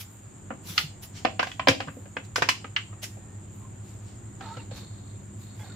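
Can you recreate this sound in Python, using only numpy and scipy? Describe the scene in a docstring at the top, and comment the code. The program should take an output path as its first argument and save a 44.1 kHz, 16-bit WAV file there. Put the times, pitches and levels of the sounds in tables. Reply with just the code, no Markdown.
"""Plastic jar in a walled yard

A hollow plastic jar is knocked about and rubbed at night, close to a small stereo microphone.
Decaying modes sound its knocks; filtered noise, slips and snaps make scuffs, rubs and crinkles.
Gliding tones squeak, damped low sines thump, and sparse decaying echoes form the yard.
Behind them are noise for the night, ringing clicks for the insects and beating tones for the hum."""
import sys
import numpy as np
from scipy import signal
from scipy.io import wavfile
from scipy.ndimage import uniform_filter1d

SR = 44100
rng = np.random.default_rng(int(sys.argv[2]) if len(sys.argv) > 2 else 0)


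def gain_from_db(level_db):
    """Turn a decibel level (scalar or array-like) into a linear amplitude factor."""
    decades = np.asarray(level_db, float) / 20
    return 10 ** decades


def to_wav(s):
    """Save 16-bit WAV."""
    ch = np.atleast_2d(s).T  # columns
    pcm = np.round(np.clip(ch, -1, 1) * 32767)  # PCM
    wavfile.write(sys.argv[1], SR, pcm.astype(np.int16))


N = 253575  # samples

# Spectrum of the distant wash. Each row: frequency in Hz, relative density in dB.
NIGHT_SPECTRUM = [(20, -33), (35, -21), (70, -2.5), (140, -6.5), (270, -13), (350, -11.5), (420, -21.5),
                  (800, -23), (1800, -29.5), (3900, -38), (6000, -45.5), (8500, -62), (10000, -63.5),
                  (12500, -47.5), (15200, -48), (15700, -100)]
NIGHT_DB = -59.5  # rms of the wash once its low part is removed
# Swell of the low wash. Each row: time in seconds, gain in dB.
RUMBLE = [(0.0, -52), (0.66, -46), (0.9, -48.5), (2.8, -49), (4.2, -46), (5.75, -46.5)]
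# Resemblance of left and right noise. Each row: frequency in Hz, correlation from 0 to 1.
CORRELATION = [(30, 0.39), (100, 0.99), (300, 0.64), (1000, 0.043), (3000, 0.35), (8000, 0.21)]

# Reference level of the hum. Each row: time in seconds, level in dB.
HUM_LEVEL = [(0, -51.5), (2.3, -48), (3.3, -46.5), (5.75, -45)]
# Low tones spaced one throb rate apart, from one below the mains tone upward; the second is the mains.
# Each row: level at the in-step moment in dB against the hum level, growth in dB per second.
HUM_TONES = [(-11.5, -2.5), (-1, 0.5), (-16.5, 2.2), (-1.5, 0.3), (-15, 3.5)]
HUM_HZ, THROB_HZ = 100.05, 4.49
IN_STEP_S = 4.04  # moment at which the spaced tones all peak
OVERTONE_DB, WAVER_DB = -8.5, 1  # octave against the hum level; rms waver of each spaced tone

# Insect choruses. Each row: centre in Hz, width of the narrowest resonance in Hz,
# rms before throbbing in dB, throbs per second, throb depth as a fraction.
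INSECTS = [(7054, 640, -57, 17, 0.091), (7514, 360, -60, 11, 0.37), (8420, 470, -64.5, 4, 0.11)]

# Scuffs of cloth and feet. Each row: loudest moment in seconds, length in seconds,
# body level at that moment in dB, sizzle level at that moment in dB.
SCUFFS = [(0.009, 0.086, -40, -40), (0.125, 0.33, -85, -62.5), (0.694, 0.29, -40.5, -44),
          (0.79, 0.19, -36, -44.5), (1.035, 0.095, -43.5, -43.5), (1.173, 0.21, -44.5, -62),
          (1.476, 0.31, -50, -64), (1.947, 0.58, -82, -66.5), (2.249, 0.064, -54, -66),
          (2.377, 0.17, -47, -58), (3.034, 0.082, -35, -42), (3.103, 0.35, -75, -67),
          (3.56, 0.32, -76, -66), (3.88, 0.43, -59.5, -67.5), (4.083, 0.36, -60, -77),
          (4.462, 0.76, -60, -73), (4.77, 0.2, -49, -57), (5.419, 0.28, -62, -62),
          (5.597, 0.32, -56.5, -61.5)]
# Spectrum of the scuffs' body. Each row: frequency in Hz, relative density in dB.
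SCUFF_BODY = [(250, -23), (700, -9.5), (1500, -9.5), (3000, -5.5), (4500, -6.5), (6500, -8), (9000, -16),
              (11000, -51)]
# Spectrum of the scuffs' sizzle. Each row: frequency in Hz, relative density in dB.
SCUFF_SIZZLE = [(7000, -46), (9500, -8), (10600, -1.5), (14200, -4.5), (15500, -8), (16200, -42)]
SCUFF_RISE = 0.32  # share of a scuff's length spent swelling

# Decay of the yard's echoes. Each row: frequency in Hz, time to fall 60 dB in seconds.
YARD_DECAY = [(150, 0.63), (500, 0.28), (1500, 0.16), (3000, 0.28), (6000, 0.28), (12000, 0.24)]

# Soft bumps on the ground. Each row: start in seconds, nominal peak in dB, frequency in Hz.
THUMPS = [(0.504, -34.5, 230), (0.695, -36, 171), (0.834, -32.5, 149), (1.134, -40.5, 158),
          (1.683, -25, 154), (1.695, -23.5, 107), (1.87, -34, 155), (2.417, -35, 133), (4.563, -34, 119),
          (4.711, -36, 127)]

# Knocks on the jar. 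Each row: start in seconds, nominal peak in dB, centre of the favoured modes in Hz,
# bass colour in dB, treble colour in dB.
KNOCKS = [(0.505, -21.5, 470, -5.5, -74), (0.778, -6.5, 3470, -56, -14.5), (1.249, -6.5, 780, -6, -25.5),
          (1.394, -8.5, 880, -14.5, -24.5), (1.428, -13, 1370, -6, -13.5), (1.47, -24.5, 767, -12.5, -23),
          (1.516, -27.5, 2620, -24, -15), (1.595, -14, 774, -15.5, -31), (1.672, -4, 490, -1.5, -24),
          (1.684, -1.5, 490, -9.5, -12), (1.803, -18, 530, -12.5, -22), (1.873, -30, 910, -2, -23),
          (1.882, -26, 579, -13, -48), (1.967, -31.5, 523, 28, -31.5), (2.056, -37.5, 570, -5.5, -31.5),
          (2.167, -17.5, 2200, -5.5, -27.5), (2.358, -10.5, 1540, -10.5, -4.5),
          (2.381, -18, 1820, 1.5, -20), (2.421, -7, 1500, -8.5, -14.5), (2.488, -5.5, 2060, -15, -8),
          (2.643, -26, 486, -9, -33), (2.763, -10.5, 2700, -33.5, -24.5), (2.927, -39, 1040, -11, -35),
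          (3.04, -25.5, 1790, -53, 8), (3.169, -38.5, 479, 13, -22), (4.408, -30.5, 1300, -8, -20),
          (4.569, -31, 470, -3, -20), (4.711, -31.5, 536, 2, -15)]
# Modes of the jar. Each row: frequency in Hz, relative strength in dB, time to fall 60 dB in seconds.
JAR_MODES = [(162.3, -10.5, 0.091), (276.4, 15, 0.13), (323, 5, 0.11), (543, 4.5, 0.043), (677, -4, .03),
             (781, 4.5, .03), (1036, 5.5, 0.028), (1243, 8, 0.024), (1446, -2, 0.015), (1594, 8, 0.022),
             (1790, 3.5, 0.033), (2060, 8, 0.0089), (2350, 1, 0.02), (2570, 2, 0.015), (2960, 3, 0.053),
             (3090, 10, 0.0094), (3470, 7.5, 0.013), (3910, 5, 0.0081), (4130, 9.5, 0.0063),
             (4790, 8, 0.013), (5200, -2.5, 0.011), (5840, -4.5, 0.003), (6350, -14, 0.0034),
             (7280, -0.5, 0.022), (9040, -0.5, 0.0036), (11200, 7.5, 0.0048), (13200, 3, 0.0026)]
JAR_PAN_DB = -1.1  # left minus right

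# Thin squeaks of flexing plastic. Each row: start in seconds, end in seconds, first frequency in Hz,
# last frequency in Hz, rms before wavering and panning in dB.
SQUEAKS = [(2.84, 3.456, 1890, 1810, -71), (3.6, 3.695, 1048, 1070, -61.5), (4.4, 4.45, 813, 750, -50),
           (4.406, 4.49, 1330, 1230, -52), (4.44, 4.545, 892, 920, -48), (4.486, 4.599, 1230, 1420, -51),
           (4.41, 4.47, 1800, 1830, -59), (4.587, 4.61, 2900, 2640, -53), (4.58, 4.625, 887, 910, -53.5),
           (5.595, 5.62, 860, 850, -54.5), (5.598, 5.679, 1680, 1530, -60),
           (5.595, 5.63, 3380, 3350, -59.5), (5.609, 5.633, 2110, 2080, -56), (5.625, 5.658, 826, 780, -58),
           (5.698, 5.721, 1385, 1440, -57)]

# Plastic rubbing on plastic. Each row: start in seconds, end in seconds, pressure as onset gain in dB.
RUBS = [(4.4, 4.62, -50), (4.705, 4.83, -53.5), (5.59, 5.75, -55.5)]
RUB_RISE_S, RUB_FALL_S, RUB_SAG_DB_PER_S = 0.008, 0.034, -21
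# Thin plastic crinkles. Each row: start in seconds, end in seconds, onset gain in dB.
CRINKLES = [(4.41, 4.62, -52), (4.705, 4.8, -49), (4.808, 5.2, -58), (5.4, 5.55, -58.5), (5.63, 5.8, -54)]
CRINKLE_RISE_S, CRINKLE_FALL_S, CRINKLE_SAG_DB_PER_S = 0.019, 0.033, -31


def evened(x):
    """Normalisation: a signal divided by its root mean square has rms 1."""
    return x / np.sqrt(np.mean(x ** 2) + 1e-20)


def read(points, hz):
    """Interpolation of a spectrum along a logarithmic frequency axis."""
    f, value = np.transpose(points)
    return np.interp(np.log(hz + 1), np.log(f + 1), value)


def curve(rows):
    """Linear interpolation of a level in time, at every sample."""
    return np.interp(np.arange(N) / SR, *np.transpose(rows))


def resonate(x, hz, width):
    """Heterodyne resonance: shift hz to zero, smooth, and shift back, with unit gain at the centre."""
    turn = np.exp(2j * np.pi * np.cumsum(hz * np.ones(x.shape[-1])) / SR)
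    r = np.exp(-np.pi * width / SR)
    smoothed = signal.lfilter([1 - r], [1, -r], x / turn + 1e-18)
    return 2 * (turn * smoothed).real


def coloured(x, points):
    """Minimum phase: in a causal filter the phase follows from the log gain."""
    size = 4096
    log_gain = np.log(gain_from_db(read(points, abs(np.fft.fftfreq(size, 1 / SR)))))
    response = np.exp(np.conj(signal.hilbert(log_gain)))
    taps = np.fft.ifft(response).real[:size // 4]
    return signal.fftconvolve(x, taps[None], axes=1)


def noise(spectrum, patchy_db):
    """Partly correlated stereo noise of rms 1, shaped by a spectrum and by drifting patches."""
    frames, hz = N // 256 + 5, np.fft.rfftfreq(1024, 1 / SR)
    a, b, c, d, patches = rng.standard_normal((frames, 513, 5)).T
    patches = uniform_filter1d(patches, size=10, axis=0)
    patches = evened(uniform_filter1d(patches, size=10, axis=1))
    same = np.clip(read(CORRELATION, hz), -1, 1)[:, None]
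    left = a + 1j * b
    right = same * left + np.sqrt(1 - same ** 2) * (c + 1j * d)
    z = np.array([left, right]) * gain_from_db(read(spectrum, hz)[:, None] + patchy_db * patches)
    return evened(signal.istft(z, nperseg=1024, noverlap=768)[1][:, :N])


def strokes(rows, rise_s, fall_s, sag_db_per_s):
    """Stroke envelope: the gain sets in quickly, sags exponentially and lets go."""
    t, gain = np.arange(N) / SR, np.zeros(N)
    for start, end, db in rows:
        sag_db = sag_db_per_s * np.clip(t - start, 0, end - start)
        gate = np.interp(t, (start, start + rise_s, end, end + fall_s), (0, 1, 1, 0))
        gain += gain_from_db(db + sag_db) * gate
    return gain


def night():
    """Broadband noise as distant wash, split near 600 Hz so that its low part swells slowly."""
    wash = noise(NIGHT_SPECTRUM, patchy_db=-1.0)
    low = signal.sosfiltfilt(signal.butter(2, 600, fs=SR, output="sos"), wash)
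    return gain_from_db(NIGHT_DB) * evened(wash - low) + gain_from_db(curve(RUMBLE)) * low


def hum():
    """Beating: a mains tone with its octave throbs against close neighbours from a slow machine."""
    t = np.arange(N) / SR - IN_STEP_S
    waver = evened(uniform_filter1d(rng.standard_normal((len(HUM_TONES), N)), size=12000))
    tone = gain_from_db(OVERTONE_DB) * np.sin(2 * np.pi * 2 * HUM_HZ * t)
    for step, (db, growth_db) in enumerate(HUM_TONES):
        hz = HUM_HZ + (step - 1) * THROB_HZ
        level = gain_from_db(db + growth_db * t + WAVER_DB * waver[step])
        tone = tone + level * np.cos(2 * np.pi * hz * t)
    return np.sqrt(2) * gain_from_db(curve(HUM_LEVEL)) * tone * gain_from_db([[-.4], [.4]])


def insects():
    """Resonant stridulation: dense clicks of many wing scrapers ring high modes; each chorus throbs."""
    t, out = np.arange(N) / SR, np.zeros((2, N))
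    for hz, width, db, rate, depth in INSECTS:
        clicks = rng.standard_normal((2, N)) * (rng.random((2, N)) < 2500 / SR)  # 2500 per second
        ring = clicks
        for band in (width, 2 * width, 2 * width):
            ring = resonate(ring, hz, band)
        throb = 1 + depth * np.sin(2 * np.pi * rate * (t - .055))
        out += gain_from_db(db) * evened(ring) * throb
    return out


def scuffs():
    """Friction noise: a grainy body and a high sizzle swell and fade with each movement."""
    body, sizzle = noise(SCUFF_BODY, patchy_db=2), noise(SCUFF_SIZZLE, patchy_db=1)
    roughness = evened(uniform_filter1d(rng.standard_normal(N), size=90))
    grain = evened(gain_from_db(0.88 * roughness))
    t, out = np.arange(N) / SR, np.zeros((2, N))
    for loudest, length, body_db, sizzle_db in SCUFFS:
        start = loudest - SCUFF_RISE * length
        swell = np.interp(t, (start, loudest, start + length), (0, 1, 0)) ** 2.66
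        out += swell * (gain_from_db(body_db) * body + gain_from_db(sizzle_db) * sizzle)
    return grain * out


def yard(x):
    """Reverberation by convolution: sparse echoes off near walls, each band decaying at its own rate."""
    taps = np.zeros((2, SR // 2))
    at = np.arange(200, SR // 2 - 20, 20)  # one echo in every 20 samples, placed at random within them
    at = at + rng.integers(0, 20, (2, (SR // 2 - 201) // 20))
    np.put_along_axis(taps, at, rng.choice([-1., 1.], at.shape), 1)
    hz, t, z = signal.stft(taps, SR, nperseg=256)
    decay = gain_from_db(-60 * t / read(YARD_DECAY, hz)[:, None])
    tail = signal.istft(z * decay, SR, nperseg=256)[1]
    return signal.fftconvolve(x, tail / np.linalg.norm(tail[0]), axes=1)[:, :N]


def thumps():
    """Damped oscillation: each bump is a few cycles of low push that rise softly."""
    out, t = np.zeros(N + SR), np.arange(SR // 5) / SR
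    for s, db, hz in THUMPS:
        push = np.e * t / 0.011 * np.exp(-t / 0.0099) * np.sin(2 * np.pi * hz * t)
        out[round(s * SR):][:len(t)] += gain_from_db(db) * push
    return out[:N]


def knocks():
    """Modal excitation: each blow chatters for a few ms, rings the jar's modes and shakes its lid."""
    out, t = np.zeros((2, N + SR)), np.arange(SR // 8) / SR
    hz, mode_db, t60 = np.transpose(JAR_MODES)[:, :, None]
    contact = t / 0.0025 * np.exp(-t / .002) + 0.3 * np.exp(-t / 0.007)  # the wall gives way, then bounces
    rattle = gain_from_db(-20.5 - 60 * t / 0.13) * (1 - np.exp(-t / 0.0013))  # the loose lid shakes on
    low = hz[:, 0] < 600
    for s, db, loud_hz, bass_db, treble_db in KNOCKS:
        detune = 1 + .02 * rng.standard_normal((len(JAR_MODES), 1))
        weight_db = mode_db + 13 * np.exp(-(np.log(hz / loud_hz) / 0.35) ** 2)
        rings = gain_from_db(weight_db - 60 * t / t60) * np.sin(2 * np.pi * hz * detune * t) / np.sqrt(t60)

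        chatter = rng.choice([-1., 1.], (2, len(t))) * contact * (rng.random(len(t)) < .25)
        chatter[1] = 0.51 * chatter[0] + 1.29 * chatter[1]  # the two ports see different faces of the jar
        blow = signal.fftconvolve(chatter, rings[~low].sum(0)[None], axes=1)
        blow += signal.fftconvolve(chatter[0], rings[low].sum(0))  # the bass reaches both ports alike

        shake = rng.standard_normal((2, len(t)))
        lid_broad = resonate(shake, 2280, 1920)
        lid_narrow = resonate(shake, np.clip(loud_hz, 2500, 3300), 420)
        shake = rattle * (.5 * shake + 1.29 * lid_broad + 1.8 * lid_narrow)
        blow[:, :len(t)] += np.linalg.norm(rings.sum(0)) * shake

        colour = [(80, bass_db - 16), (250, bass_db - 4.5), (600, bass_db + 3.5), (1300, -4.0),
                  (2800, 0.25 * treble_db), (4000, 0.58 * treble_db), (6000, treble_db + 8.5),
                  (11000, 1.4 * treble_db - 2.5), (16000, 1.0 * treble_db - 14)]  # (Hz, dB)
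        blow = coloured(blow, colour)
        # the first 10 ms are set to an rms 10 dB below the nominal peak
        blow *= gain_from_db(db - 10) / np.sqrt(np.mean(blow[:, :440] ** 2, axis=1, keepdims=True))
        blow *= gain_from_db([[JAR_PAN_DB / 2], [-JAR_PAN_DB / 2]])
        out[:, round(s * SR):][:, :blow.shape[1]] += blow
    return out[:, :N]


def squeaks():
    """Frequency modulation: short gliding tones, unsteady in pitch and strength."""
    out = np.zeros(N + SR)
    for start, end, from_hz, to_hz, db in SQUEAKS:
        count = round((end - start) * SR)
        wobble = evened(uniform_filter1d(rng.standard_normal((2, SR)), size=400))[:, :count]
        turns = np.cumsum(np.linspace(from_hz, to_hz, count) + 20 * wobble[0]) / SR
        tone = gain_from_db(db + 3.4 * wobble[1]) * np.sin(2 * np.pi * turns)
        tone *= signal.windows.tukey(count, .5)
        out[round(start * SR):][:count] += np.sqrt(2) * tone
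    return out[:N] * gain_from_db([[-2], [2]])


def rubs():
    """Stick-slip friction: uneven slips excite broad resonances and rasp."""
    rasp = rng.standard_normal(N) * (rng.random(N) < 1500 / SR)  # 1500 slips per second
    for hz, width in ((940, 3750), (1100, 3800), (940, 2900)):
        rasp = resonate(rasp, hz, width)
    pressure = strokes(RUBS, RUB_RISE_S, RUB_FALL_S, RUB_SAG_DB_PER_S)
    return evened(rasp) * pressure * gain_from_db([[-2.5], [2.5]])


def crinkle():
    """Impulsive excitation: clumped snaps ring a band near 4 kHz."""
    clumps = gain_from_db(2.9 * evened(uniform_filter1d(rng.standard_normal(N), size=300)))
    snaps = clumps * rng.standard_normal((2, N)) * (rng.random(N) < 2000 / SR)  # 2000 per second
    ring = sum(resonate(resonate(snaps, hz, 500), hz, 500) for hz in (3800, 4200))
    return evened(ring) * strokes(CRINKLES, CRINKLE_RISE_S, CRINKLE_FALL_S, CRINKLE_SAG_DB_PER_S)


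def scene():
    """Superposition: near sounds and their echoes over the night; long waves reach both ports nearly alike."""
    near = knocks() + rubs() + squeaks() + scuffs() + crinkle()
    near = near + gain_from_db(-9.0) * yard(near)
    side = (near[0] - near[1]) / 2
    side_bass = signal.sosfiltfilt(signal.butter(2, 350, fs=SR, output="sos"), side)
    near = near - 0.71 * np.array([side_bass, -side_bass])
    return near + thumps() + night() + hum() + insects()


def low_pass(x):
    """Removes everything above the highest recorded frequency."""
    return signal.sosfilt(signal.butter(12, 16320, fs=SR, output="sos"), x)


def record(dry):
    """High-pass filtering: the microphone's low cut at 30 Hz."""
    mix = signal.sosfilt(signal.butter(2, 30, "high", fs=SR, output="sos"), dry)
    return low_pass(mix)


dry = scene()
out = record(dry)
to_wav(out)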